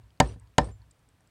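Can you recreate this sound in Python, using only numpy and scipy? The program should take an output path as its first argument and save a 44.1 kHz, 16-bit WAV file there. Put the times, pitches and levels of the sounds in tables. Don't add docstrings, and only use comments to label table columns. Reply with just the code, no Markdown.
import sys
import numpy as np
from scipy import signal
from scipy.fft import rfft, irfft, next_fast_len
from scipy.io import wavfile
from scipy.ndimage import uniform_filter1d, map_coordinates

SR = 44100
rng = np.random.default_rng(int(sys.argv[2]) if len(sys.argv) > 2 else 0)


def volts(x):
    e = np.asarray(x, float) / 20
    return 10 ** e


def persist_wave(psi):
    counts = np.round(np.clip(psi, -1, 1) * 32767).astype(np.int16)
    wavfile.write(sys.argv[1], SR, np.atleast_2d(counts).T)


N = 57330
LEAD = SR // 4

# pitch in Hz, level in dB, 60 dB decay in seconds.
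BRANCH_MODES = [(714, -20.5, .05), (323.1, -24.5, .1), (478, -13.5, 0.14), (574.8, -15.5, 0.089),
                (770.2, -11, 0.094), (900, -10, .035), (1010.6, -9.5, 0.044), (1311, -27.5, 0.032),
                (1562, -20.5, 0.027), (1785, -10.5, 0.048), (2400, -23, 0.028), (2896, -24, 0.014),
                (3820, -27.5, 0.019), (4010, -27, 0.015)]
# pitch in Hz, level in dB, 60 dB decay in seconds, build-up in seconds.
BENCH_MODES = [(104, -18, .1, .002), (138, -13, 0.15, 0.00043), (172.3, -9.5, 0.085, .001),
               (196, -19.5, 0.058, .001), (252.2, -10, .09, .001)]


def along(points, hz, column=1):
    p = np.array(points, float)
    return np.interp(np.log(hz + 1), np.log(p[:, 0] + 1), p[:, column])


def colour(x, spectrum):
    size = x.shape[-1]
    padded = next_fast_len(size + 8192)
    gain = volts(along(spectrum, np.fft.rfftfreq(padded, 1 / SR)))
    return irfft(rfft(x, padded) * gain, padded)[..., :size]


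def noise(spectrum, size, patchy_db=0):
    hz, _, z = signal.stft(rng.standard_normal(size + 512), SR, nperseg=512)
    patches = uniform_filter1d(rng.standard_normal(z.shape), 5, 0)
    patches = uniform_filter1d(patches, 5, 1)
    gain_db = along(spectrum, hz)[:, None] + patchy_db * patches / patches.std()
    x = signal.istft(z * volts(gain_db), nperseg=512)[1][:size]
    return x / x.std()


def ring(modes, t, attack_s=0.00027, sign=-1):
    out = 0
    for k, (hz, db, t60_s, *build_up) in enumerate(modes):
        rise_s = build_up[0] if build_up else attack_s
        scatter_db = 0.6 * rng.normal()
        envelope = volts(db + scatter_db - 60 * t / t60_s) * (1 - np.exp(-t / rise_s))
        out = out + sign ** k * envelope * np.sin(2 * np.pi * hz * t)
    return out


def add(track, s, x):
    i = LEAD + round(s * SR)
    track[i:i + len(x)] += x[:len(track) - i]


def fade(t, end_s):
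    edge_s = 0.0081
    return 1 / (1 + np.exp(np.clip((t - end_s) / edge_s, -50, 50)))


def chops():
    # start in seconds, strength in dB, first bite in dB, blade free after seconds, echoes last seconds.
    blows = [
        (-.18, -13, 7, 0.053, .17),
        (.2010, -11.5, 4, 0.069, .152),
        (.5815, -12, -0.5, .062, 0.1334),
    ]
    # delay in seconds, level in dB, sharpness in dB.
    contacts = [
        (0, -8, 5.5),
        (.0014, 2, -1),
        (.0045, -1.5, -7.5),
        (.009, -14, -6.5),
        (.02, -19, -20.5),
        (0.037, -26.5, -23),
    ]
    out, t = np.zeros(LEAD + N), np.arange(SR) / SR
    short = t[:SR // 4]
    for s, db, bite_db, free_s, end_s in blows:
        gain = volts(db + 7)
        for k, (delay_s, level_db, sharp_db) in enumerate(contacts):
            level = gain * volts(level_db + bite_db * (k == 0))
            fibres = volts(-6 + sharp_db) * crush(short)
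            add(out, s + delay_s, level * (ring(BRANCH_MODES, short) + fibres))
        bench_lag_s = 0.00075
        add(out, s + bench_lag_s, gain * ring(BENCH_MODES, t, sign=0.96))
        add(out, s, gain * (sway(t) + fade(t, end_s) * rattle(t)))
        add(out, s + free_s, gain * fade(t + free_s, end_s) * blade(t))
        echo_gain = volts(0.4 * bite_db)
        add(out, s, gain * echo_gain * echoes(t, end_s))
    return out[LEAD:]


def crush(t):
    # frequency in Hz, level in dB per Hz.
    fibre_colour = [(710, -33.5), (1200, -6), (1930, 0.5), (2590, -17.5), (3110, -6), (5900, -16),
                    (6720, -9), (14500, -37.5), (16000, -40.5)]
    uneven = volts(6.5 * rng.standard_normal(len(t)))
    burst = colour(rng.standard_normal(len(t)) * uneven, fibre_colour)
    return burst / burst.std() * np.exp(-t / 0.0016) * (1 - np.exp(-t / 0.0003))


def rattle(t):
    # frequency in Hz, level in dB, 60 dB decay in seconds.
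    wood = [(80, 1, 0.6), (302, 6, 0.42), (905, 3, 0.24), (2020, -2.5, .06), (5000, -15, 0.15),
            (9950, -24, 0.074), (12500, -51.5, 0.028)]
    hz, s, z = signal.stft(rng.standard_normal(len(t)), SR, nperseg=128)
    t60_s = along(wood, hz, column=2)[:, None]
    level_db = along(wood, hz)[:, None] - 60 * s / t60_s
    x = signal.istft(z * volts(level_db), nperseg=128)[1]
    return volts(-19) * x[:len(t)] * (1 - np.exp(-t / 0.002))


def sway(t):
    # pitch in Hz, level in dB, time to peak in seconds.
    sway_modes = [(58, -18.5, .036), (103, -28.5, .026)]
    # delay in seconds, level in dB, upper mode in dB.
    landings = [
        (.002, -1.5, -12.5),
        (.07, -27, 23.5),
        (0.099, -16.5, 2),
        (0.143, -36.5, 26.5),
        (0.197, -26, 10.5),
        (.26, -33, 10),
    ]
    out = 0
    for delay_s, db, upper_db in landings:
        u = np.maximum(t - delay_s, 0)
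        for k, (hz, level_db, peak_s) in enumerate(sway_modes):
            swell = (u / peak_s * np.exp(1 - u / peak_s)) ** 3
            out = out - volts(db + level_db + k * upper_db) * swell * np.sin(2 * np.pi * hz * u)
    return out


def blade(t):
    # pitch in Hz, level in dB, 60 dB decay in seconds, build-up in seconds.
    blade_modes = [(4700, -59, .3, 0.016), (6000, -70, 0.35, 0.02), (7660, -67.5, 0.17, .01),
                   (8320, -51.5, 0.14, 0.0029), (8750, -48.5, 0.13, 0.0021), (9240, -56.5, 0.42, 0.029)]
    return ring(blade_modes, t)


def pings():
    # start in seconds, pitch in Hz, level in dB, 60 dB decay in seconds.
    steel = [
        (.2015, 3020, -17, .022),
        (.204, 4680, -21, .03),
        (.227, 6680, -46, .04),
        (.285, 5880, -58, .15),
        (.583, 4760, -21, .025),
        (.585, 5300, -26, .03),
        (.611, 5250, -45, .04),
        (.714, 7230, -60, .18),
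        (.817, 4320, -62, .04),
    ]
    out, t = np.zeros(LEAD + N), np.arange(SR // 4) / SR
    for s, hz, db, t60_s in steel:
        add(out, s, ring([(hz, db, t60_s)], t, attack_s=0.002))
    return out[LEAD:]


def knocks():
    # start in seconds, level in dB, brightness in dB.
    settling = [
        (.36, -34, -16),
        (.685, -34, -6),
        (1.203, -62, 6),
    ]
    out, t = np.zeros(LEAD + N), np.arange(SR // 4) / SR
    for s, db, bright_db in settling:
        dull = ring(BENCH_MODES[2:] + BRANCH_MODES[1:3], t, sign=0.75)
        bright = ring(BRANCH_MODES[3:10], t, attack_s=0.0022)
        add(out, s, volts(db) * (dull + volts(bright_db) * bright))
    return out[LEAD:]


def chips():
    # start in seconds, peak in dB, pitch in Hz, lower mode in dB.
    falling = [(0.0373, -56.5, 4418, -16), (0.1052, -54, 4800, 4.5), (0.1745, -54.5, 4350, -18.5),
               (0.2738, -46, 8320, 5.5), (0.3214, -44.5, 4830, -1.5), (0.398, -43.5, 8390, -25),
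               (0.4733, -53, 4540, -5), (0.5397, -57.5, 3900, 2), (0.6015, -40.5, 5140, 1),
               (0.644, -35, 8320, -6), (0.7154, -65, 7160, -10), (0.818, -50, 4330, -17.5),
               (0.9102, -41, 8480, -14.5), (0.9134, -42.5, 7330, -10), (0.9924, -56, 9030, -10),
               (1.0888, -48.5, 8210, -8), (1.207, -53.5, 8616, -3), (1.274, -50.5, 7770, -8.5)]
    out, t = np.zeros(LEAD + N), np.arange(SR // 40) / SR
    for s, db, hz, low_db in falling:
        tick = np.sin(2 * np.pi * hz * t) + volts(low_db) * np.sin(2 * np.pi * 0.66 * hz * t)
        click = volts(-12) * noise([(1500, -26.5), (3000, -5.5), (9000, 4), (10500, -39)], len(t))
        t60_s, attack_s = 0.007, 0.0003
        envelope = volts(db - 3.5 - 60 * t / t60_s) * (1 - np.exp(-t / attack_s))
        add(out, s, envelope * (tick + click))
    return out[LEAD:]


def echoes(t, end_s):
    # frequency in Hz, level in dB per Hz.
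    near_colour = [(88, -38.5), (150, -2.5), (893, -24.5), (982, -20.5), (2220, -28), (4660, -31.5),
                   (6940, -38), (8550, -31), (14000, -67.5)]
    # frequency in Hz, level in dB per Hz.
    far_colour = [(500, -40), (880, -16), (960, 4), (1060, -14), (1800, -10), (2300, -18), (4000, -32),
                  (6000, -80)]
    fall_db_per_s, far_s, far_wide_s = 100, 0.228, 0.025
    grains_db = 2 * map_coordinates(rng.standard_normal(len(t) // 100), [t * 150])
    near = volts(-38.5 - fall_db_per_s * t + grains_db) * fade(t, end_s) * (1 - np.exp(-t / 0.015))
    far = volts(-68) * np.exp(-0.5 * ((t - far_s) / far_wide_s) ** 2)
    return near * noise(near_colour, len(t), patchy_db=2.0) + far * noise(far_colour, len(t), patchy_db=5.5)


def air():
    # frequency in Hz, level in dB per Hz.
    hiss_colour = [(150, -37.5), (250, -6), (450, -4.5), (583, -6), (1070, -8), (3010, -15), (7130, -22.5),
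                   (8040, -20), (15500, -29)]
    # frequency in Hz, level in dB per Hz.
    rumble_colour = [(15, -36), (25, -2), (59, 4), (91, 0), (135, -20), (259, -13.5), (300, -23),
                     (390, -45.5), (660, -120)]
    hiss = volts(-71.5) * noise(hiss_colour, N, patchy_db=0.4)
    rumble = volts(-66.5) * noise(rumble_colour, N, patchy_db=0.7)
    return hiss + rumble


def scene():
    return (chops() + pings() + knocks() + chips() + air())[None]


def low_pass(x):
    return signal.sosfilt(signal.butter(12, 16830, fs=SR, output="sos"), x)


def record(dry):
    low_cut = signal.butter(2, 42, "high", fs=SR, output="sos")
    x = signal.sosfilt(low_cut, dry)
    ceiling, knee = 0.7, 6
    x = x / (1 + np.abs(x / ceiling) ** knee) ** (1 / knee)
    mix = colour(x, [(15700, 0), (16400, -8), (16800, -50)])
    return low_pass(mix)


dry = scene()
out = record(dry)
persist_wave(out)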